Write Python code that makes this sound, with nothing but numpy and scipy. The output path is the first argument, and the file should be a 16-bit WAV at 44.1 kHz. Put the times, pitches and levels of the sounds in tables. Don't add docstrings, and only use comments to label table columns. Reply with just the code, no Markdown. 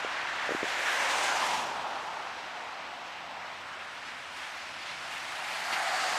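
import sys
import numpy as np
from scipy import signal
from scipy.fft import rfft, irfft
from scipy.io import wavfile
from scipy.ndimage import uniform_filter1d

SR = 44100
rng = np.random.default_rng(int(sys.argv[2]) if len(sys.argv) > 2 else 0)


def inscribe(sig):
    pcm = np.round(np.clip(np.atleast_2d(sig).T, -1, 1) * 32767)
    wavfile.write(sys.argv[1], SR, pcm.astype(np.int16))


def elevation(decibels):
    levels = np.asarray(decibels, float)
    return 10 ** (levels / 20)


N = 272777
HZ = np.fft.rfftfreq(512, 1 / SR)[:, None]
TIME = np.arange(N // 128 + 5) * 128 / SR


def evened(x):
    return x / np.sqrt(np.mean(x ** 2) + 1e-20)


def hump(x, centre, spread):
    return np.exp(-.5 * ((x - centre) / spread) ** 2)


def read(points, hz):
    f, value = np.transpose(points)
    return np.interp(np.log(hz + 1), np.log(f + 1), value)


def power_db(power):
    return 10 * np.log10(power)


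def blotches(bins, frames):
    field = rng.standard_normal((len(TIME), len(HZ))).T
    for _ in range(2):
        field = uniform_filter1d(field, bins, axis=0)
        field = uniform_filter1d(field, frames, axis=1, mode="wrap")
    return evened(field)


def noise(power):
    a, b = rng.standard_normal((len(TIME), len(HZ), 2)).T
    spectra = a + 1j * b
    flat = signal.istft(spectra, nperseg=512, noverlap=384)[1]
    unit = flat.std() / np.sqrt(len(HZ))
    return signal.istft(spectra * np.sqrt(power) / unit, nperseg=512, noverlap=384)[1][:N]


# [f/Hz, level/dB per bin]
SELF_HISS = [(6000, -108), (9000, -100), (12000, -99), (15000, -99)]


def self_hiss():
    return elevation(read(SELF_HISS, HZ)) ** 2


# [t/s, low f/Hz, high f/Hz]
PARTINGS = [
    (1.23, 6800, 8400),
    (3.46, 4100, 6400),
    (4.06, 4600, 6400),
    (4.62, 4100, 6400),
    (4.83, 4100, 5300),
    (5.5, 13000, 14500),
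    (5.97, 7500, 9000),
    (6.15, 4600, 5700),
    (6.15, 8800, 10400),
]


def parting(road, both):
    faint = (power_db(both) + 2.6 * blotches(3, 6) < -90.5) * (HZ > 7000) * (HZ < 15100)
    faint = faint * (blotches(2, 12) < .3)
    side_db = -2.5
    side = elevation(side_db) ** 2 * np.minimum(both, elevation(-77) ** 2) * faint
    for at, lo, hi in PARTINGS:
        side = side + elevation(-2.0) ** 2 * road * (abs(TIME - at) < .007) * (HZ > lo) * (HZ < hi)
    return side


def thinned(both):
    weak = (power_db(both) < -90) * (HZ > 12600)
    holes = weak * (blotches(1, 14) > .2)
    holes = np.maximum(holes, (HZ > 15100) * (blotches(1, 12)[0] > -.2))
    return both * (1 - holes) * elevation(1.5 * weak) ** 2


# [t/s, nearness level/dB, lane wetness level/dB, heading +1 coming to -1 leaving]
TRAFFIC = [(0, 1, -2.5, 0.17), (.43, 1, -8.5, 0.9), (.62, -1, -5, 1), (.9, 2, 7, 0.72), (1.1, 6.5, 5, 0.32),
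           (1.35, 7.5, 3.5, 0.046), (1.55, 8.5, 0, -0.24), (1.75, 5.5, -10.5, -0.96),
           (2.1, 1.15, -10, -0.77), (3.2, -5.5, -11.5, 0.35), (4.29, -10.5, 3.5, 0.34),
           (4.39, -9.5, 10, 0.32), (4.7, -8.5, 1, 0.5), (5.13, -7.5, 9, 0.42), (5.45, -4.5, 10, 0.62),
           (5.75, 1, 4, 0.12), (6.0, 6, 3, -0.27), (6.19, 8, 1, -0.92)]


def traffic(t):
    s, *columns = np.transpose(TRAFFIC)
    return [np.interp(t, s, c) for c in columns]


# [f/Hz, level/dB per Hz]
DRONE_COLOUR = [(15, -72), (25, -40), (43, -16.5), (75, -14), (114, -13), (141, -7.5), (204, -6), (253, -4),
                (430, -10), (600, 1), (780, 3.5), (1320, -120)]
# [t/s, level change/dB, length/s]
REVS = [
    (1.598, 4, 0.22),
    (2.35, -1.5, 0.51),
    (3.3, 2, 0.089),
    (4.4, -0.5, 0.23),
    (5.85, -7, .06),
]


def drone():
    t, hz = np.arange(N) / SR, np.fft.rfftfreq(N, 1 / SR)
    colour = elevation(read(DRONE_COLOUR, hz))
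    wash = irfft(rfft(rng.standard_normal(N)) * colour, N)
    share = np.sum(colour[(hz > 100) & (hz < 420)] ** 2) / np.sum(colour ** 2)
    swell_db = sum(db * hump(t, at, length) for at, db, length in REVS)
    town_db, engine_db, engine_share = -64.5, -62, 0.57
    level = np.hypot(elevation(town_db), elevation(engine_db + engine_share * traffic(t)[0]))
    return elevation(swell_db) * evened(wash) / np.sqrt(share) * level


# [f/Hz, width/Hz, level/dB, loudest
# t/s, length/s]
TONES = [(75, 2, -70, .5, 1.8), (228, 4, -63, 1.5, .2), (76, 5, -72, 5.5, 1.1), (90, 1.5, -72, 4, 1.2),
         (181, 2, -73, 3.6, .8), (147, 5, -68, 4.95, .17), (149, 5, -67, 5.2, .06), (146, 5, -68, 5.5, .13),
         (148, 5, -68, 5.8, .1), (268, 6, -73, 4.5, .4), (112, 2, -77, 2.4, .4), (100, 3, -75, .5, .5),
         (150, 3, -69, .3, .25), (58, 4, -72, 1.45, .2), (175, 5, -68, 5.85, .2), (125, 4, -75, 4.2, .4),
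         (7867, 6, -78, 3, 4), (7820, 6, -81, 2.4, 1), (7915, 6, -81, 3.2, 1.2), (6420, 150, -69, 1, .7)]


def tones(steady=4):
    t, out = np.arange(N) / SR, 0
    for hz, width, db, at, length in TONES:
        r = np.exp(-np.pi * width / SR)
        a, b = signal.lfilter([1 - r], [1, -r], rng.standard_normal((2, N)))
        waver = steady + evened(a) + 1j * evened(b)
        line = evened((waver * np.exp(2j * np.pi * hz * t)).real)
        out = out + line * elevation(db) * hump(t, at, length)
    return out


# [t/s, peak level/dB, pitch f/Hz, length/cycles, polarity]
KNOCKS = [(0.0486, -18, 525, 0.5, 0.55), (0.4929, -20.5, 540, 0.56, 0.86), (0.509, -22, 467, 0.51, -0.82),
          (0.5142, -33, 447, 0.72, 0.75), (0.5206, -19.5, 450, 0.53, 0.75), (.55, -22.5, 348, 0.52, 0.93),
          (0.6314, -19.5, 400, 0.45, 0.83), (0.6423, -30, 380, 0.47, -1.1), (4.089, -45, 400, 0.54, 1),
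          (5.7298, -40, 332, 0.6, -1), (5.7352, -24, 2000, .6, -1), (5.773, -25, 1800, .6, -1)]


def knocks():
    t, out = np.arange(N) / SR, 0
    sag = 0.11
    for at, db, hz, cycles, polarity in KNOCKS:
        turns = (t - at) * hz
        swing = np.cos(2 * np.pi * turns * (1 - sag * np.tanh(turns)))
        out = out + polarity * elevation(db) * hump(turns, 0, cycles) * swing
    return out


# [f/Hz, level/dB per Hz]
WET_ROAD = [(180, -67), (300, -12), (431, -12.5), (767, -1), (1280, -0.5), (1870, -5), (2770, -6),
            (5620, -13), (6630, -16), (8620, -21), (11600, -31), (14400, -36), (15300, -39)]


def road_colour(octave, heading, horn_db=3, groove_db=0.0):
    ridge_octaves, doppler = .22, 0.028
    horn_hz, groove_hz = np.outer([847, 1670], 1 + doppler * heading)
    ridges_db = horn_db * hump(octave, np.log2(horn_hz), ridge_octaves)
    ridges_db = ridges_db + groove_db * hump(octave, np.log2(groove_hz), ridge_octaves)
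    return elevation(read(WET_ROAD, HZ) + ridges_db) ** 2


# [t/s, level change/dB, centre f/Hz,
# spread/octaves, length/s]
LIFTS_AND_DIPS = [(.685, 3.5, 10000, 1, .025), (.52, 2, 9000, .5, .05), (1.07, -2.5, 11000, .7, .015),
                  (0.88, 2, 5000, 1.8, 0.013), (1.25, 2, 9000, 1, .04), (1.862, 7, 950, 0.4, 0.009),
                  (1.937, 3, 1200, 0.43, 0.011), (4.087, 2, 8500, .8, .03), (4.36, 1.5, 8000, 1, 0.02),
                  (5.13, 2, 9000, 1, .02), (4.55, 3, 12500, .4, .04), (4.9, 3, 6600, 1.7, .02),
                  (5.65, 3, 12500, .3, .12), (5.735, 4, 2500, .9, 0.005), (5.733, 5.5, 2500, 1, .012),
                  (5.735, 4, 11500, .35, .02), (5.79, 2, 10000, .5, .04), (.7, 2.5, 3500, .6, .035),
                  (.58, -2, 3200, .6, .06), (1.465, 2.5, 11000, .5, .015), (1.47, 3, 400, .5, .03),
                  (1.105, 2, 7000, .8, .012), (1.64, -2, 700, .2, .04), (5.14, 2, 11500, .4, .025),
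                  (5.82, -2, 400, .4, .025), (4.088, 5, 1200, 1.2, .006), (4.035, 3.5, 2000, .7, .012),
                  (4.435, 3, 2500, .9, .01), (4.1, 2, 2500, .6, .04), (.66, 2, 800, .4, .05),
                  (.54, 2, 10500, .5, .03), (1.24, 2, 9500, .2, .05), (1.62, 2, 9500, .3, .02),
                  (4.74, 2, 9500, .2, .05), (5.0, -3, 900, .3, .04), (5.52, 2, 12000, .4, .02),
                  (5.745, 2, 3000, .8, .006), (1.3, 3, 800, .25, .04), (1.43, 2.5, 950, .2, .03),
                  (5.765, 2.5, 2000, .7, .012),
                  (0.38, 3, 1640, 0.16, 0.99), (0.65, 3.5, 7200, 0.16, 0.14), (0.87, 8, 460, 0.65, 0.44),
          (0.91, 3.5, 1970, 0.26, 0.1), (1.24, 4.5, 6600, 0.22, 0.27), (1.41, 3, 1100, 0.23, 0.1),
          (1.54, 6.5, 920, 0.071, 0.072), (1.37, 5.5, 784, 0.081, 0.063), (1.56, -3.5, 1550, 0.39, 0.28),
          (5.88, 3, 740, 0.12, 0.065), (5.86, 1, 1500, 0.31, 0.048), (5.07, 0.5, 920, 0.27, 0.087),
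          (6.0, -3, 970, .15, 0.082), (3.14, -4, 1650, 0.42, 0.14), (0.82, -0.5, 960, 0.2, .1),
          (0.98, 3, 1600, 0.054, 0.064), (1.13, 5, 1050, 0.086, .07), (1.306, 6.5, 1520, 0.073, 0.044),
          (1.605, -7, 600, 0.18, 0.042), (1.8, 3, 1150, 0.14, 0.046), (5.42, -2, 3500, 0.93, 0.1),
          (2.62, -2.5, 1200, 0.16, 0.13), (3.36, 4, 840, 0.26, 0.12), (3.78, 3.5, 1600, 0.15, 0.08),
          (4.72, 3.5, 5300, 0.4, 0.32), (4.94, -4, 15000, .25, 0.1), (5.53, 6.5, 804, 0.084, 0.33),
          (6.13, 5.5, 7000, 0.3, 0.34), (5.95, 5, 710, 0.16, 0.22), (6.2, 5, 4600, 0.13, 0.58),
          (6, 3, 1730, 0.29, 0.4), (.1, -5, 12000, .4, 0.12), (0.65, 4, 12000, .2, .15),
          (3.2, 3, 12500, .2, 0.18), (4.0, 2, 9100, .2, .2), (4.3, -4, 14000, .2, 0.14),
          (5.44, -2.5, 13000, .2, .2), (1.28, -3.5, 12500, .2, 0.16), (5.67, -1, 1700, .25, 0.066),
          (3.74, -2, 1800, 0.19, 0.087)]


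def local_lift_db(octave):
    lift_db = 0
    for at, db, hz, octaves, length in LIFTS_AND_DIPS:
        lift_db = lift_db + db * hump(octave, np.log2(hz), octaves) * hump(TIME, at, length)
    return lift_db


# [low f/Hz, high f/Hz]
BANDS = [
    (550, 1200),
    (1300, 3200),
    (4000, 8000),
    (9000, 13000),
]
# [level/dB, share of nearness, share of wetness, thrown forward level/dB]
LAYERS = [
    (-42.5, 0.7, 0.0053, -1.5),
    (-38, 0.71, 0.18, 4.5),
    (-50.5, 0.81, 0.29, 2.5),
    (-63.5, 1, 0.87, 1),
]


def tyres(gust_db=-0.1, flick_db=.8, patch_db=.6):
    near_db, wet_db, heading = traffic(TIME)
    octave = np.log2(HZ + 1)
    centres = np.log2(np.sqrt(np.prod(BANDS, axis=1)))
    colour = road_colour(octave, heading)
    field_db = 0
    for own, (lo, hi), (db, near, wet, front_db) in zip(np.eye(len(BANDS)), BANDS, LAYERS):
        level_db = db + near * near_db + wet * wet_db + front_db * heading
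        in_band = colour[(HZ[:, 0] > lo) & (HZ[:, 0] < hi)].sum(axis=0)
        share = np.interp(octave, centres, own)
        field_db = field_db + share * (level_db - power_db(in_band))
    treble = np.clip((octave - np.log2(900)) / 3.7, 0, 1)
    gusts = np.tanh(evened(blotches(1, 24)[0]))
    flicks = evened(blotches(1, 4)[0])
    field_db = field_db + patch_db * blotches(8, 24) + treble * (gust_db * gusts + flick_db * flicks)
    return colour * elevation(field_db + local_lift_db(octave)) ** 2


def scene():
    road = tyres()
    both = road + self_hiss()
    side = noise(parting(road, both))
    middle = noise(thinned(both)) + drone() + tones() + knocks()
    return middle + np.outer([1, -1], side)


def low_pass(x):
    return signal.sosfilt(signal.butter(12, 15490, fs=SR, output="sos"), x)


def record(dry):
    band = signal.firwin(1023, 15260, window=("kaiser", 9), fs=SR)
    mix = signal.oaconvolve(dry, band[None], "same")
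    return low_pass(mix)


dry = scene()
out = record(dry)
inscribe(out)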